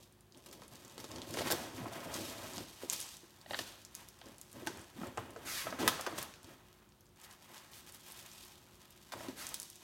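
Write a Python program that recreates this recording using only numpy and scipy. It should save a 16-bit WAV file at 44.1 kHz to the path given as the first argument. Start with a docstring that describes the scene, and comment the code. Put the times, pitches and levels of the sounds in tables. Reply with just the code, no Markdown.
"""A workshop table, one microphone close by: an old vinyl cover and its plastic lining come off a cushion.
Over a faint room hum the cover flexes and drags on the foam while the brittle lining crinkles and snaps.
From half a second on it rips loose in bursts and pops as it buckles; the cushion bumps the table and old
glue peels. At 3.5 s the stiff edge chatters on the table top; a swipe at 5.5 s leads to a loud crack.
Lighter crinkling and small rips follow, then a few more pops and a last swipe at 9.4 s."""
import sys
import numpy as np
from scipy import signal
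from scipy.fft import rfft, irfft, next_fast_len
from scipy.io import wavfile
from scipy.ndimage import uniform_filter1d

SR = 44100
rng = np.random.default_rng(int(sys.argv[2]) if len(sys.argv) > 2 else 0)


def put_to_file(sound):
    """Save the sound as 16-bit audio at rate SR, in the file named by the first command-line argument."""
    columns = np.atleast_2d(sound).T  # one column per channel
    safe = np.clip(columns, -1, 1)
    whole_steps = np.round(safe * 32767)
    wavfile.write(sys.argv[1], SR, whole_steps.astype(np.int16))


N = 433503
TIME = np.arange(N) / SR

# the workshop's still air: (frequency [Hz], relative density [dB])
AIR_SPECTRUM = [(15, -51), (30, -25), (48, -1), (62, -4.5), (90, 1.5), (160, -4.5), (270, -7.5), (362, -6),
                (460, -13), (950, -13.5), (2200, -21.5), (3200, -20.5), (6000, -27), (16000, -27)]
# a machine in the background: (frequency [Hz], relative level [dB])
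HUM_PARTIALS = [(53.8, -80), (102.3, -82), (156.1, -80), (209.9, -77), (360.7, -77.5)]
# hands pulling, in relative levels: (start [s], length [s], flexing [dB], dragging [dB], crinkling [dB])
PULLS = [(0.0, 0.0069, -59.5, -69, -57), (0.368, .015, -53.5, -61, -62.5), (0.463, 0.18, -52.5, -61, -60),
         (0.728, 0.27, -55, -57, -58), (1.004, 0.056, -50.5, -53, -53.5), (1.115, 0.071, -44, -49, -54.5),
         (1.245, 0.11, -45, -51, -53), (1.36, 0.066, -39, -49, -46), (1.458, 0.062, -39, -39, -40),
         (1.534, 0.13, -45, -45.5, -54.5), (1.752, 0.13, -44.5, -47.5, -54.5),
         (1.931, 0.2, -44.5, -44, -53), (2.158, 0.058, -40, -49, -46), (2.22, 0.35, -49, -48.5, -49.5),
         (2.582, 0.022, -42, -49, -52.5), (2.69, 0.14, -64, -56.5, -56.5), (2.833, 0.016, -53.5, -51, -51),
         (2.912, 0.039, -52, -46.5, -43.5), (3.002, 0.042, -61, -53.5, -49),
         (3.052, 0.08, -74, -56.5, -52.5), (3.243, 3.05, -68, -62.5, -64.5), (3.507, 0.03, -49, -53, -51),
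         (3.584, 0.035, -49, -61, -48), (3.664, 0.07, -63, -58.5, -58), (3.976, 0.051, -61, -53, -58.5),
         (4.27, 0.017, -50, -54, -73), (4.56, 0.23, -48, -53.5, -59.5), (4.97, 0.014, -50, -50.5, -56.5),
         (5.02, 0.053, -42.5, -48, -60.5), (5.193, 0.032, -45.5, -48, -75), (5.26, 0.22, -53.5, -57, -82),
         (5.423, 0.057, -67, -49, -58), (5.538, 0.046, -56, -53, -45.5), (5.67, 0.07, -43.5, -44.5, -69),
         (5.82, 0.047, -34, -34.5, -47), (5.932, 0.24, -58, -46.5, -61.5),
         (6.106, 0.031, -48.5, -55.5, -54), (6.179, 0.023, -46.5, -42.5, -50),
         (6.448, 0.092, -56, -55, -61), (6.6, 0.22, -71, -62.5, -71), (7.194, 0.14, -82, -56, -61.5),
         (7.43, 1, -66.5, -58, -61), (7.509, 0.067, -66, -52, -57), (8.049, 0.15, -73, -59.5, -57),
         (8.25, 0.23, -74, -60.5, -56), (8.49, 0.61, -68, -62, -63), (9.146, 0.15, -49.5, -48.5, -52.5),
         (9.398, 0.13, -61, -48.5, -51), (9.447, 0.01, -68, -60, -64), (9.56, 0.075, -63, -59, -59),
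         (9.673, 0.099, -74, -79, -62.5), (9.82, 0.022, -71, -52.5, -52)]
# the heavy cover folding: (frequency [Hz], relative density [dB])
FLEX_SPECTRUM = [(20, -50), (40, -34), (60, -10.5), (85, -1), (135, -4), (190, -4.5), (250, -5.5),
                 (330, -4), (550, -12), (800, -16), (1600, -50), (4000, -47)]
# the cushion resounding under the folds: (frequency [Hz], width [Hz], gain [dB])
CUSHION_MODES = [(336, 154, 3), (450, 100, -7.5), (548, 73, 3.5), (760, 160, -3), (897, 100, -2)]
# vinyl rubbing on foam: (frequency [Hz], relative density [dB])
DRAG_SPECTRUM = [(250, -14), (520, -2.5), (720, 0), (930, 2), (1400, -2.5), (1800, -2.5), (2300, -6.5),
                 (3100, -8.5), (4500, -22.5), (8000, -21), (16000, -22)]
# the brittle lining crackling: (frequency [Hz], relative density [dB])
CRINKLE_SPECTRUM = [(1200, -25), (2400, 0), (3700, 1.5), (6000, -0.5), (8500, -2), (10500, -5),
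                    (13000, -3.5), (16000, -13.5)]
# creases of the lining snapping over: (time [s], level [dB], pitch [Hz])
CREASE_SNAPS = [(.033, -62, 5130), (.125, -64, 9000), (.208, -62, 7640), (.323, -59, 4550),
                (.347, -59, 3250), (.374, -59, 7000), (.381, -64, 8040), (.463, -60.5, 3800),
                (.513, -55.5, 5800), (.619, -57, 5000), (.635, -57, 3900), (.68, -55, 9000),
                (.756, -53, 5620), (.849, -54, 7500), (.88, -56, 7400), (0.898, -56, 4650),
                (.944, -65, 7300), (0.98, -47.5, 4300), (.997, -77, 6000), (1.002, -49.5, 5600),
                (1.043, -47.5, 4580), (1.049, -56, 4500), (1.116, -48, 3980), (1.16, -49, 4180),
                (1.161, -49, 4400), (1.184, -51, 3800), (1.218, -43.5, 3800), (1.34, -42.5, 6300),
                (1.5035, -38, 6000), (1.5108, -38, 8100), (1.5159, -36.5, 6500), (1.523, -36, 5900),
                (1.781, -51, 2800), (1.811, -57, 2800), (1.884, -55, 4500), (1.898, -63, 5500),
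                (2.005, -50, 3660), (2.142, -39, 6400), (2.423, -55, 4500), (2.535, -48, 5300),
                (2.57, -49, 4230), (2.581, -41, 3980), (2.899, -29, 6640), (2.9268, -39, 7800),
                (2.931, -36, 7000), (2.9345, -36, 7500), (2.963, -44, 6950), (3.003, -39.5, 7800),
                (3.013, -40, 7900), (3.026, -47, 7000), (3.065, -52, 7540), (3.09, -49, 6370),
                (3.169, -50.5, 7700), (3.414, -56, 5940), (3.59, -37, 4030), (3.850, -48.5, 6300),
                (3.951, -41, 7750), (4.087, -50.5, 8250), (4.189, -62.5, 6600), (4.215, -53.5, 3140),
                (4.2586, -56.5, 5600), (4.286, -59, 6000), (4.383, -53.5, 8600), (4.414, -46.5, 8900),
                (4.517, -57, 8900), (4.529, -52, 8800), (4.672, -38, 5540), (4.763, -61, 4520),
                (4.7735, -54, 8700), (4.7942, -55, 7100), (4.815, -55.5, 9000), (4.892, -73, 6300),
                (5.071, -54.5, 6000), (5.1753, -46.5, 5450), (5.363, -57.5, 5000), (5.306, -56, 8160),
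                (5.706, -49, 5260), (6.011, -39.5, 8000), (6.065, -44, 5000), (6.18, -61.5, 7040),
                (6.188, -49, 4000), (6.217, -45.5, 4080), (6.228, -40.5, 12100), (6.339, -52, 3400),
                (6.431, -58, 8600), (6.444, -55.5, 4200), (6.891, -66.5, 7000), (6.922, -65, 3380),
                (7.008, -62, 8660), (7.057, -68, 8000), (7.067, -68, 6000), (7.091, -72, 6500),
                (7.16, -68, 6000), (7.215, -56, 6600), (7.259, -63, 11000), (7.311, -56, 5000),
                (7.327, -58, 9000), (7.58, -53, 5500), (7.734, -53, 3300), (7.923, -52, 8800),
                (7.947, -53, 10900), (8.121, -48, 11000), (8.316, -54, 5600), (8.332, -58, 6100),
                (8.45, -55, 8800), (8.755, -64, 9300), (8.907, -57, 11600), (9.285, -49.5, 3200),
                (9.468, -39.5, 7340), (9.49, -43.5, 8500), (9.543, -35, 7900), (9.6, -39.5, 8700),
                (9.619, -46, 8140), (9.630, -44.5, 7970), (9.701, -48.5, 8050), (9.757, -53, 8300)]
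# cover and lining ripping loose: (time [s], length [s], level [dB], dull above [Hz])
RIPS = [(0.461, 0.0028, -52, 8900), (0.526, 0.0088, -50.5, 12000), (1.371, 0.01, -40, 2400),
        (1.385, 0.01, -37.5, 2400), (1.405, 0.017, -42, 2980), (1.471, 0.014, -38.5, 3500),
        (1.508, 0.016, -30, 18000), (2.138, 0.04, -43.5, 6960), (3.568, 0.045, -52, 6500),
        (4.665, 0.0028, -47.5, 14000), (5.789, 0.042, -40, 3950), (6.064, 0.0064, -43.5, 5000),
        (6.178, 0.012, -37.5, 9000), (6.213, 0.02, -46.5, 6940), (7.235, 0.015, -53, 12000),
        (7.559, 0.02, -54, 9000), (7.714, 0.091, -54, 14000), (7.865, 0.035, -53, 12100),
        (7.932, 0.034, -53, 14000), (8.061, 0.054, -53.5, 14000), (8.171, 0.04, -55, 14000),
        (9.12, 0.017, -43.5, 2480)]
# the vinyl buckling: (time [s], level [dB], lower ring [Hz], upper ring [Hz], upper against lower [dB])
BUCKLE_POPS = [(.621, -50, 486, 600, -8), (.979, -46.5, 417, 560, -14), (1.042, -45, 445, 600, -22),
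               (1.343, -40.5, 600, 1500, 0), (1.372, -44, 420, 520, 0), (1.387, -43, 400, 610, 0),
               (1.409, -40, 480, 634, 4), (1.419, -37.5, 380, 606, 14), (1.503, -33, 620, 1500, -3),
               (1.513, -35, 720, 1540, 6), (1.529, -34, 492, 740, -3), (1.858, -40, 705, 990, 1),
               (2.155, -44, 516, 1100, -8), (2.581, -47, 700, 950, -6), (4.216, -52, 714, 1510, -5),
               (4.671, -35, 880, 1520, 0), (5.016, -49, 700, 1200, -3), (5.033, -42, 750, 1300, 1),
               (5.174, -39, 744, 1500, -12), (5.179, -34, 720, 880, -1), (5.362, -44.5, 534, 1270, -4),
               (5.669, -34, 640, 1270, -2), (5.726, -37, 600, 1290, -1.5), (5.789, -43, 600, 1100, -3),
               (5.879, -29, 900, 1400, 0), (5.995, -38, 700, 1200, 3), (6.065, -34.5, 1160, 1490, -2),
               (6.074, -35, 650, 1000, -3), (6.126, -45, 640, 1200, 2), (6.183, -38.5, 610, 1090, -7),
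               (9.123, -44.5, 690, 1370, 3), (9.137, -41, 697, 810, -8), (9.207, -45.5, 644, 1370, -2),
               (9.247, -50, 650, 1000, -5)]
# the cushion bumping the table: (time [s], level [dB], pitch [Hz])
CUSHION_BUMPS = [(1.372, -38.5, 424), (1.387, -37, 474), (1.513, -35.5, 474), (1.529, -37.5, 330),
                 (1.781, -46, 290), (1.798, -45, 172), (1.816, -43, 103), (1.862, -41, 300),
                 (2.191, -46, 340), (2.6, -47.5, 324), (2.834, -37.5, 330), (3.232, -54.5, 333),
                 (3.592, -43.5, 310), (4.265, -51, 355), (4.62, -47.5, 340), (4.667, -42, 337),
                 (4.698, -44.5, 330), (4.984, -45.5, 190), (5.013, -40.5, 208), (5.03, -41, 280),
                 (5.177, -39.5, 368), (5.181, -46.5, 110), (5.367, -44, 433), (5.79, -41, 262),
                 (5.83, -35, 332), (5.844, -35.5, 378), (5.859, -36, 446), (5.859, -45, 89),
                 (6.069, -37.5, 333), (6.125, -45, 328), (9.284, -37.5, 310)]
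# the cover peeling off the foam: (start [s], length [s], level [dB])
PEELS = [(1.57, 0.075, -55.5), (1.82, 0.36, -57), (2.3, 0.21, -59.5)]
# the stiff edge knocking on the table: (time [s], level [dB])
EDGE_KNOCKS = [(3.46, -49.5), (3.507, -37.5), (3.532, -38), (3.543, -34), (3.589, -36.5)]
# resonances of that edge: (frequency [Hz], width [Hz], gain [dB])
EDGE_MODES = [(310, 86, -8), (600, 89, 7), (784, 130, 5), (1290, 180, -3.5), (1850, 180, 2),
              (2950, 260, -3), (3750, 600, -8.5), (4640, 500, -11)]
# the cover sliding off the foam in smooth swipes: (start [s], length [s], level [dB])
SWIPES = [(5.478, 0.14, -43), (9.391, 0.037, -48.5)]
# the hiss of a swipe: (frequency [Hz], relative density [dB])
SWIPE_SPECTRUM = [(500, -6.5), (950, -3), (1400, 3), (1900, 5), (2400, 3), (3100, -4.5), (4500, 0),
                  (6000, -1.5), (8000, -4), (11500, -1.5), (16000, -12)]
# colour of the room's echoes, also given to the crack: (frequency [Hz], width [Hz], gain [dB])
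WALL_PEAKS = [(1450, 330, 1), (2250, 310, -2.5), (3570, 1400, 4), (6200, 670, 3)]
# the workshop's reverberation: (frequency [Hz], time to fall 60 dB [s])
ROOM_T60 = [(150, 0.95), (400, 0.76), (1000, 0.93), (3500, 0.78), (6500, 0.84), (10000, 0.58),
            (15000, 0.41)]

PULL_ATTACK_S, PULL_RELEASE_DB_PER_S = 0.042, 143.5   # the sheet tightens, is held, then settles
FLEX_RELEASE_DB_PER_S = 202   # the foam stills the heavy folds sooner
SWIPE_ATTACK_S, SWIPE_RELEASE_DB_PER_S = 0.033, 199


def from_db(db):
    """Decibels to gain."""
    return 10 ** (np.asarray(db) / 20)


def rms_one(x):
    """Scale to an rms of 1."""
    return x / np.sqrt(np.mean(x ** 2) + 1e-20)


def at_hz(points, hz):
    """Read a table along a log-frequency axis."""
    known_hz, values = np.transpose(points)
    return np.interp(np.log(np.maximum(hz, 1)), np.log(known_hz), values)


def coloured(x, spectrum):
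    """Give a long signal a spectrum; rms 1."""
    size = next_fast_len(N)
    gain = from_db(at_hz(spectrum, np.fft.rfftfreq(size, 1 / SR)))
    return rms_one(irfft(rfft(x, size) * gain, size)[:N])


def cut(x, hz, kind, order=2):
    """Butterworth low- or high-pass."""
    return signal.sosfilt(signal.butter(order, min(hz, .45 * SR), kind, fs=SR, output="sos"), x)


def resonate(x, hz, width_hz):
    """One resonance with gain 1 at its top."""
    radius = np.exp(-np.pi * width_hz / SR)
    feedback = [1, -2 * radius * np.cos(2 * np.pi * hz / SR), radius ** 2]
    return signal.lfilter(np.array([1, 0, -1]) * (1 - radius ** 2) / 2, feedback, x)


def body(x, modes):
    """Parallel resonances of alternating sign."""
    return sum((-1) ** k * from_db(db) * resonate(x, hz, width)
               for k, (hz, width, db) in enumerate(modes))


def tinted(x, peaks):
    """A chain of peaks and dips."""
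    for hz, width, db in peaks:
        x = x + (from_db(db) - 1) * resonate(x, hz, width)
    return x


def drift(per_s):
    """A random wander with an rms of 1."""
    knots = rng.standard_normal(int(N / SR * per_s) + 2)
    return rms_one(np.interp(TIME * per_s, np.arange(len(knots)), knots))


def burst(t60, size=8192):
    """A puff of noise that falls 60 dB in t60 seconds."""
    return rng.standard_normal(size) * from_db(-60 * np.minimum(TIME[:size] / t60, 4))


def slips(per_s, spread_db, size=N):
    """Random stick-slip impulses, a few large among many small; rms 1 at any rate."""
    chance = np.clip(per_s / SR, 1e-4, 1)
    strength = from_db(spread_db * np.minimum(rng.exponential(1, size), 4))
    slipping = rng.random(size) < chance
    return rms_one(slipping * strength * rng.choice([-1, 1], size) / np.sqrt(chance))


def add(out, time_s, sound, db):
    """Mix a sound in, its loudest 4 ms at the given level."""
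    start = round(time_s * SR)
    loudest = np.sqrt(uniform_filter1d(sound ** 2, round(.004 * SR), mode="constant").max())
    out[start:start + len(sound)] += (from_db(db) / loudest * sound)[:N - start]


def effort(moves, attack_s, release_db_per_s):
    """Level in dB of (start, length, level) moves: each swells, holds and dies away; their powers add."""
    power = np.full(N, 1e-12)
    for start, length, db in moves:
        span = slice(*np.searchsorted(TIME, [start - attack_s, start + length + 1]))
        swell = np.clip(1 + (TIME[span] - start) / attack_s, 0, 1)
        fall_db = release_db_per_s * np.maximum(TIME[span] - start - length, 0)
        power[span] += (swell * from_db(db - fall_db)) ** 2
    return 10 * np.log10(power)


def room_tone(air_db, hum_gain_db):
    """Behind everything, the workshop's still air and a slightly wavering machine hum."""
    hum = sum(from_db(db) * np.sqrt(2) * np.sin(2 * np.pi * hz * TIME + .5 * drift(5.3))
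              for hz, db in HUM_PARTIALS)
    air = coloured(rng.standard_normal(N), AIR_SPECTRUM)
    return from_db(air_db) * air + from_db(hum_gain_db) * hum


def flexing(level_db):
    """The heavy cover folds over and over, and the cushion resounds under it."""
    folds = slips(2200, spread_db=3) * from_db(1.4 * drift(30))
    cover = coloured(folds, FLEX_SPECTRUM)
    cushion = from_db(-2) * rms_one(body(folds, CUSHION_MODES))
    return from_db(level_db - 6) * rms_one(cut(cover + cushion, 36, "high"))


def dragging(level_db):
    """Vinyl drags over foam in fine, uneven slips; a light touch sounds thin, a heavy one full."""
    grains = coloured(slips(6000, spread_db=2.5) * from_db(1.86 * drift(50)), DRAG_SPECTRUM)
    pressure = np.clip((level_db + 58) / 10, 0, 1)
    lows = cut(grains, 720, "low", order=1)
    return from_db(level_db - 8) * rms_one(grains - (1 - pressure) * lows)


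def crinkling(level_db):
    """Moved slowly, the lining gives separate crackles; fast sliding packs them into a hiss."""
    crackles_per_s = 1100 * from_db(level_db + 60) ** 1.5
    crackles = slips(crackles_per_s, spread_db=3)
    flicker = from_db(2.2 * drift(110) + 1.5 * drift(22))
    return from_db(level_db - 4.5) * coloured(crackles * flicker, CRINKLE_SPECTRUM)


def snaps():
    """A crease flips with a dry, bright click, its small facet rings, and the film around it shivers."""
    out = np.zeros(N)
    for time_s, db, hz in CREASE_SNAPS:
        flip = burst(t60=.0028)
        facet = cut(resonate(flip, hz, width_hz=.6 * hz), .5 * hz, "high")
        click = from_db(-7.5) * cut(cut(flip, .4 * hz, "high", order=1), 2 * hz, "low")
        shiver = from_db(-19) * resonate(burst(t60=.069), hz=5530, width_hz=3600)
        add(out, time_s, cut(facet + shiver, 1.6 * hz, "low") + click, db)
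    return out


def rips(t60=.033):
    """Threads and old glue give way in a quick run of tiny breaks."""
    out = np.zeros(N)
    for time_s, length, db, dull_hz in RIPS:
        breaks = slips(4500, spread_db=4.4, size=8192)
        dying = from_db(-60 * np.maximum(TIME[:len(breaks)] - length, 0) / t60)
        rip = cut(breaks * dying, dull_hz, "low", order=1)
        add(out, time_s, cut(rip, 310, "high"), db)
    return out


def pops(rasp_t60=.043, dull_hz=2060):
    """A fold of stiff vinyl buckles with a dull flap and rings hollowly at two pitches of its own."""
    out = np.zeros(N)
    for time_s, db, lower_hz, upper_hz, upper_db in BUCKLE_POPS:
        rasp = burst(rasp_t60)
        jolt = signal.unit_impulse(len(rasp)) + from_db(-5) * rasp / np.linalg.norm(rasp)
        lower = rms_one(resonate(jolt, lower_hz, width_hz=83))
        upper = rms_one(resonate(jolt, upper_hz, width_hz=125))
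        flap = rms_one(cut(cut(burst(rasp_t60), 2 * upper_hz, "low"), lower_hz, "high"))
        fold = lower + from_db(upper_db) * upper + from_db(-2) * flap
        add(out, time_s, cut(fold, dull_hz, "low"), db)
    return out


def bumps():
    """The cushion meets the table; its foam softens each bump to a few low cycles."""
    out = np.zeros(N)
    for time_s, db, hz in CUSHION_BUMPS:
        width_hz = .4 * hz
        thud = resonate(burst(t60=.047), hz, width_hz)
        add(out, time_s, resonate(thud, hz, width_hz), db)
    return out


def peeling(start_hz=748, sag_hz_per_s=140, width_hz=48):
    """Old glue lets go in a run of slips; the freed panel drones on a note that sinks as it lengthens."""
    hz = start_hz - sag_hz_per_s * np.clip(TIME - PEELS[0][0], 0, 2)
    carrier = np.exp(2j * np.pi * np.cumsum(hz) / SR)
    # shifting down, low-passing and shifting back makes a resonance that follows the note
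    baseband = cut(slips(2000, spread_db=1) / carrier, width_hz / 2, "low", order=1)
    drone = rms_one(np.real(carrier * baseband))
    return drone * from_db(effort(PEELS, PULL_ATTACK_S, PULL_RELEASE_DB_PER_S))


def knocks(attack_s=.001):
    """The stiff edge chatters on the table top, each touch a short, dry rasp."""
    out = np.zeros(N)
    for time_s, db in EDGE_KNOCKS:
        rasp = burst(t60=.019) + from_db(-12) * burst(t60=.04)
        rasp *= np.minimum(TIME[:len(rasp)] / attack_s, 1)
        knock = tinted(body(rasp, EDGE_MODES), [(2320, 360, -20)])   # a notch between two modes
        add(out, time_s, knock, db)
    return out


def swipes(bright_hz=9030, dulling_per_s=6.6, size=24000):
    """In a fast pull the slips merge into a swish, made hollow by an echo in the widening fold."""
    out, t = np.zeros(N), TIME[:size]
    sinking_hz = bright_hz * np.exp(-dulling_per_s * t)   # the treble band sinks as the slide slows
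    carrier = np.cos(2 * np.pi * np.cumsum(sinking_hz) / SR)
    echo_delay_s = .0013 * (1 + 2.27 * t)
    for start, _, _ in SWIPES:
        hiss = coloured(rng.standard_normal(N), SWIPE_SPECTRUM)[:size]
        treble = rms_one(cut(rng.standard_normal(size), 1200, "low") * carrier)
        rub = hiss + from_db(-9) * treble
        echo = from_db(-7.5) * np.interp(t - echo_delay_s, t, rub)
        first = round((start - SWIPE_ATTACK_S) * SR)
        out[first:first + size] += rms_one(rub + echo)[:N - first]
    return out * from_db(effort(SWIPES, SWIPE_ATTACK_S, SWIPE_RELEASE_DB_PER_S))


def crack(time_s, db):
    """A taut spot of the cover gives way at once, with a sharp, broad report and a hollow ring."""
    out = np.zeros(N)
    report = burst(t60=.003) + from_db(-14) * burst(t60=.055)
    report = cut(cut(report, 13900, "low", order=1), 400, "high", order=1)
    hollow = from_db(-5) * resonate(burst(t60=.067), hz=1000, width_hz=770)
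    add(out, time_s, tinted(report + hollow, WALL_PEAKS), db)
    return out


def table_echoes(x, gap_s=.001, size=8192):
    """Quick echoes off the table and cushion reach the microphone just behind the direct sound."""
    response = rms_one(burst(t60=.1, size=size) * (TIME[:size] > gap_s)) / np.sqrt(size)
    return signal.fftconvolve(x, response)[:N]


def workshop_reverb(x, build_s=.01):
    """The cluttered room stores sound in each band and returns it as a wash, shortest in the top treble."""
    out, white = np.zeros(N), rng.standard_normal((2, N))
    edges_hz = np.geomspace(60, 17000, 19)
    build = np.exp(-1 / (build_s * SR))
    for k, (low, high) in enumerate(zip(edges_hz, edges_hz[1:])):
        band = signal.butter(2, [low, high], "band", fs=SR, output="sos")
        t60 = at_hz(ROOM_T60, np.sqrt(low * high))
        keep = from_db(-60 / (t60 * SR)) ** 2   # share of the power left after one sample
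        power = signal.sosfilt(band, x) ** 2
        stored = signal.lfilter([(1 - keep) * (1 - build)], np.convolve([1, -keep], [1, -build]), power)
        wash = rms_one(signal.sosfilt(band, white[k % 2]))
        out += np.sqrt(t60 * np.maximum(stored, 0)) * wash
    return out


def scene():
    """At the microphone, in mono: the handling up close, the table's echoes, then the room beyond."""
    start, length, flex, drag, crinkle = np.transpose(PULLS)
    flex_db = effort(zip(start, length, flex), PULL_ATTACK_S, FLEX_RELEASE_DB_PER_S)
    drag_db = effort(zip(start, length, drag), PULL_ATTACK_S, PULL_RELEASE_DB_PER_S)
    crinkle_db = effort(zip(start, length, crinkle), PULL_ATTACK_S, PULL_RELEASE_DB_PER_S)
    rustle = flexing(flex_db) + dragging(drag_db) + crinkling(crinkle_db) + peeling() + swipes()
    blows = pops() + knocks() + bumps()
    breaks = snaps() + rips() + crack(time_s=5.8777, db=-21)
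    direct = rustle + blows + breaks
    near = table_echoes(from_db(-8.5) * direct)
    # blows at the table's near edge are a little drier
    far = workshop_reverb(from_db(-9) * rustle + from_db(-10) * blows + from_db(-9.5) * breaks)
    return (direct + tinted(near + far, WALL_PEAKS) + room_tone(air_db=-66.5, hum_gain_db=2))[None]


def record(dry):
    """The microphone's signal is cut steeply above 16 kHz."""
    return signal.sosfilt(signal.ellip(10, .2, 80, 16000, fs=SR, output="sos"), dry)


dry = scene()
out = record(dry)
put_to_file(out)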